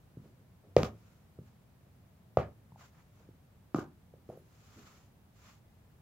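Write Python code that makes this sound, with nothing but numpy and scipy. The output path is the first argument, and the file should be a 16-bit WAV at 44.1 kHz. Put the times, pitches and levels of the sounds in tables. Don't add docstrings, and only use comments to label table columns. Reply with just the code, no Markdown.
import sys
import numpy as np
from scipy import signal
from scipy.fft import rfft, irfft
from scipy.io import wavfile
from scipy.ndimage import uniform_filter1d

SR = 44100
rng = np.random.default_rng(int(sys.argv[2]) if len(sys.argv) > 2 else 0)


def digitize_waveform(pressure):
    field = np.atleast_2d(pressure).T
    bounded = np.clip(field, -1, 1)
    quanta = np.round(bounded * 32767).astype(np.int16)
    wavfile.write(sys.argv[1], SR, quanta)


N = 265430

# (frequency [Hz], relative level [dB])
AIR_COLOUR = [(15, -45.5), (28, -18), (45, -13), (65, -6.5), (95, -1.5), (130, -5), (200, -9), (300, -18.5),
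              (450, -21), (660, -22), (1200, -28), (2500, -34), (5400, -40), (9000, -41.5), (15500, -38.5)]
ROOM_COLOUR = [(50, -10), (150, 0), (350, -1), (700, -2.5), (1300, -1.5), (2500, -1.5), (5000, -1),
               (9000, 1), (16000, 0)]
PILE_COLOUR = [(150, -17.5), (500, -1.5), (1000, 3), (1400, 0.5), (1750, 0), (2300, 1.5), (3300, -1.5),
               (4800, -2), (6000, -1), (7400, 0), (8100, -15.5), (12500, -11), (16000, -13.5)]
CLAP_COLOUR = [(100, -16), (300, -1.5), (480, 3.5), (760, 2), (950, -6.5), (1250, 3.5), (1650, -14.5),
               (2000, -15.5), (2900, -20), (6000, -45.5), (16000, -61)]
TICK_COLOUR = [(200, -28.5), (1200, -11), (1650, -6), (2250, -2.5), (3300, -6), (4100, -9), (4900, -6.5),
               (6500, -13.5), (8400, -33.5), (12000, -24.5), (16000, -29.5)]
# (frequency [Hz], t60 [s])
ROOM_DECAY = [(150, .36), (500, 0.24), (1300, 0.22), (4500, 0.13), (12000, 0.18)]
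# (frequency [Hz], t60 [s], level [dB])
LOW_MODES = [(125, 0.047, 3), (55.7, 0.14, -22.5), (76, 0.42, -15), (94.95, .22, -21), (108, 0.71, -24.5),
             (143.2, 0.14, -22), (157, .30, -21.5), (208, .28, -18.5), (258, .28, -20)]
# (fastest at [s], speeding up [s], slowing [s], hiss [dB], rub [dB re hiss], rub centre [Hz])
SHOE_SLIDES = [ (0.25, 0.069, 0.11, -77.5, -1, 1000), (1.08, 0.29, .23, -75, -4, 1230),
               (1.47, 0.074, 0.12, -77.5, 0, 1003), (2.816, 0.055, 0.099, -62, 3.5, 950),
               (2.99, 0.13, 0.12, -76, 6.5, 1100), (3.20, 0.14, .13, -76, -2, 900),
               (4.299, 0.038, 0.19, -74, -6.5, 900), (4.87, 0.46, 0.25, -63, -9, 1300),
               (5.479, 0.16, 0.13, -63.5, -2, 1600)]
# (time [s], level [dB re CREAK_DB], centre [Hz])
ANKLE_CREASES = [(0.230, -58, 355), (0.635, -60, 392), (3.190, -60.5, 416), (4.298, -49, 426),
                 (4.760, -51.5, 229), (4.884, -62.5, 269)]
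# (time [s], level [dB re CREAK_DB])
LACE_FLICKS = [(0.8322, -64), (4.295, -60), (4.371, -58.5)]
# (time [s], knock [dB], pitch [Hz], thud [dB re knock])
LIGHT_TOUCHES = [ (0.1713, -40.5, 267, 6.5), (1.3881, -38, 340, 3.5), (2.72, -53, 920, 10),
                 (2.759, -48.5, 821, -13), (3.2892, -44, 300, 1.5), (4.138, -44, 480, -3.5),
                 (4.2905, -34.5, 383, -5.5), (4.2999, -35, 604, -27.5), (4.374, -41.5, 495, -8)]
# (time [s], knock [dB], pitch [Hz], thud [dB re knock], clap [dB re knock], tick [dB re knock])
FIRM_BLOWS = [ (0.7653, -5, 490, -13.5, -15.5, -12.5), (0.8020, -25.5, 353, -1, -6.5, -8),
              (0.832, -25, 226, -15, 5.5, 6), (2.3713, -10.5, 570, -10.5, -6.5, -20.5),
              (3.7454, -18.5, 304, -15.5, -1, -16), (3.7569, -29, 164, -22.5, -11, -26),
              (3.785, -22.5, 325, -18, -6.5, -26), (3.8058, -36.5, 320, -3, -7, -42)]

AIR_DB, CREAK_DB = -61, -6
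SOLE_SEND_DB, LEATHER_SEND_DB = -12.5, -5
LEFT_LAG_MS, TOP_HZ = 0.054, 15750
BLOW_CYCLES = .88
ECHO_S, ECHO_SOLE_DB, ECHO_CLAP_DB = .0145, -26.5, -15
SCUFF_DB, SCUFF_GROWTH = -48.5, .33
CRACK_DB, CRACK_GROWTH = -18, 1.8
CRUMPLE_DB, CRUMPLE_GROWTH = -35, .65
TIME = np.arange(N) / SR
RING = np.arange(SR // 2) / SR
SIDES = np.array([[1], [-1]])


def undb(db):
    return 10 ** (np.asarray(db) / 20)


def lookup(points, hz):
    f, value = np.transpose(points)
    return np.interp(np.log(np.maximum(hz, 1)), np.log(f), value)


def add(track, s, sound):
    start = int(s * SR)
    part = sound[..., :N - start]
    track[..., start:start + part.shape[-1]] += part


def noise(colour, alike_hz, size=N):
    hz = np.fft.rfftfreq(size, 1 / SR)
    alike = .98 / (1 + (hz / alike_hz) ** 2)
    mid, side = rfft(rng.standard_normal((2, size)))
    stereo = np.sqrt(1 + alike) * mid + np.sqrt(1 - alike) * side * SIDES
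    out = irfft(stereo * undb(lookup(colour, hz)), size)
    return out / out.std()


def click(colour, size=2048):
    cepstrum = irfft(np.log(undb(lookup(colour, np.fft.rfftfreq(size, 1 / SR)))))
    causal = 2 * cepstrum[:size // 2] * (np.arange(size // 2) > 0)
    pulse = irfft(np.exp(rfft(causal, size)))
    return pulse / abs(pulse).max()


def wander(rate_hz):
    size = max(int(SR / rate_hz), 2)
    out = uniform_filter1d(uniform_filter1d(rng.standard_normal(N), size), size)
    return out / out.std()


def band(x, hz, octaves):
    edges = np.minimum(hz * 2 ** (np.array([-.5, .5]) * octaves), TOP_HZ)
    out = signal.sosfilt(signal.butter(2, edges, "band", fs=SR, output="sos"), x)
    return out / out.std()


def surge(swell_s):
    return RING / swell_s * np.exp(1 - RING / swell_s)


def room_tone():
    return undb(AIR_DB + 0.22 * wander(rate_hz=2.4)) * noise(AIR_COLOUR, alike_hz=560)


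def reverb(sound, first_s, build_s):
    size = len(RING)
    hz = np.fft.rfftfreq(size, 1 / SR)
    spectrum = rfft(noise(ROOM_COLOUR, alike_hz=900, size=size))
    tail = 0
    for k, (_, t60) in enumerate(ROOM_DECAY):
        share = lookup([(f, j == k) for j, (f, _) in enumerate(ROOM_DECAY)], hz)
        tail = tail + irfft(spectrum * share, size) * np.exp(-np.log(1000) * RING / t60)
    tail *= np.clip((RING - first_s) / build_s, 0, 1)
    tail /= np.sqrt(np.sum(tail ** 2) / 2)
    return signal.fftconvolve(sound[None], tail, axes=1)[:, :N]


def slides():
    fibres, drag, press = (noise(PILE_COLOUR, alike_hz=900) for _ in range(3))
    hollow = undb(-2.5) * band(drag, hz=1300, octaves=0.38)
    out = 0
    for s, rise_s, fall_s, db, rub_db, rub_hz in SHOE_SLIDES:
        speed = np.interp(TIME - s, [-rise_s, 0, fall_s], [0, 1, 0])
        rub = undb(rub_db) * band(press, rub_hz, octaves=1.7)
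        out = out + undb(db) * (speed * fibres + speed ** 2 * (hollow + rub))
    return out * undb(1.1 * wander(rate_hz=100))


def scuffs(swell_s):
    force = np.zeros(N)
    for s, db, *_, tick_db in FIRM_BLOWS:
        add(force, s, undb(SCUFF_DB + SCUFF_GROWTH * (db + tick_db)) * surge(swell_s))
    return force * undb(2.5 * wander(rate_hz=180)) * noise(PILE_COLOUR, alike_hz=900)


def slips(swell_s, hz, octaves, per_s=3500):
    crowd = (rng.random(len(RING)) < per_s / SR) * rng.standard_normal(len(RING))
    return surge(swell_s) * band(crowd, hz, octaves)


def creaks():
    out = np.zeros(N)
    for s, db, hz, *_ in FIRM_BLOWS:
        crack = slips(swell_s=.0022, hz=2200, octaves=.65)
        add(out, s, undb(CRACK_DB + CRACK_GROWTH * db) * crack)
        crumple = slips(swell_s=.018, hz=1.5 * hz, octaves=2.2)
        add(out, s + .006, undb(CRUMPLE_DB + CRUMPLE_GROWTH * db) * crumple)
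    for s, db, hz in ANKLE_CREASES:
        add(out, s, undb(db) * slips(swell_s=.019, hz=hz, octaves=1.15))
    for s, db in LACE_FLICKS:
        add(out, s, undb(db) * slips(swell_s=.0019, hz=11200, octaves=.42))
    squeak = slips(swell_s=.0015, hz=1380, octaves=.24)
    add(out, 3.7905, undb(-31) * squeak)
    return undb(CREAK_DB) * out


def thud(cushion_ms, lowest_hz):
    age = RING * 1000 / cushion_ms
    push = age * np.exp(-age)
    modes = 0
    for k, (hz, t60, db) in enumerate(LOW_MODES):
        decay = np.exp(-np.log(1000) * RING / t60)
        modes += (-1) ** k * undb(db) * np.sin(2 * np.pi * hz * RING) * decay
    cushioned = signal.fftconvolve(modes, push / push.sum())[:len(RING)]
    return signal.sosfilt(signal.butter(2, lowest_hz, "high", fs=SR, output="sos"), cushioned)


def knock(hz, swell_s):
    age = RING / swell_s
    return age ** 2 * np.exp(2 - 2 * age) * np.sin(2 * np.pi * hz * RING)


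def landings(settle_s):
    soles, leather = np.zeros((2, N))
    clap, tick = click(CLAP_COLOUR), click(TICK_COLOUR)
    deep = thud(cushion_ms=0.35, lowest_hz=45)
    shallow = thud(cushion_ms=0.3, lowest_hz=115)
    for s, db, hz, thud_db, clap_db, tick_db in FIRM_BLOWS:
        sole = knock(hz, swell_s=BLOW_CYCLES / hz)
        add(soles, s, undb(db) * sole)
        add(soles, s + settle_s, undb(db + thud_db) * deep)
        add(leather, s + 0.00055, undb(db + clap_db) * clap + undb(db + tick_db) * tick)
        add(soles, s + ECHO_S, undb(db + ECHO_SOLE_DB) * sole)
        add(leather, s + ECHO_S, undb(db + clap_db + ECHO_CLAP_DB) * clap)
    for s, db, hz, thud_db in LIGHT_TOUCHES:
        sole = knock(hz, swell_s=0.0016)
        add(soles, s, undb(db) * sole + undb(db + thud_db) * shallow)
        add(leather, s, undb(db - 15.5) * clap)
    return signal.sosfilt(signal.butter(3, 42, "high", fs=SR, output="sos"), [soles, leather])


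def scene():
    soles, leather = landings(settle_s=0.0028)
    leather = leather + creaks()
    near = soles + leather
    left = np.interp(TIME - LEFT_LAG_MS / 1000, TIME, near)
    direct = np.array([left, near])
    send = undb(SOLE_SEND_DB) * soles + undb(LEATHER_SEND_DB) * leather
    walls = reverb(send, first_s=0.00888, build_s=.005)
    return room_tone() + walls + scuffs(swell_s=0.013) + slides() + direct


def record(dry):
    return signal.sosfilt(signal.ellip(10, .1, 70, TOP_HZ, fs=SR, output="sos"), dry)


dry = scene()
out = record(dry)
digitize_waveform(out)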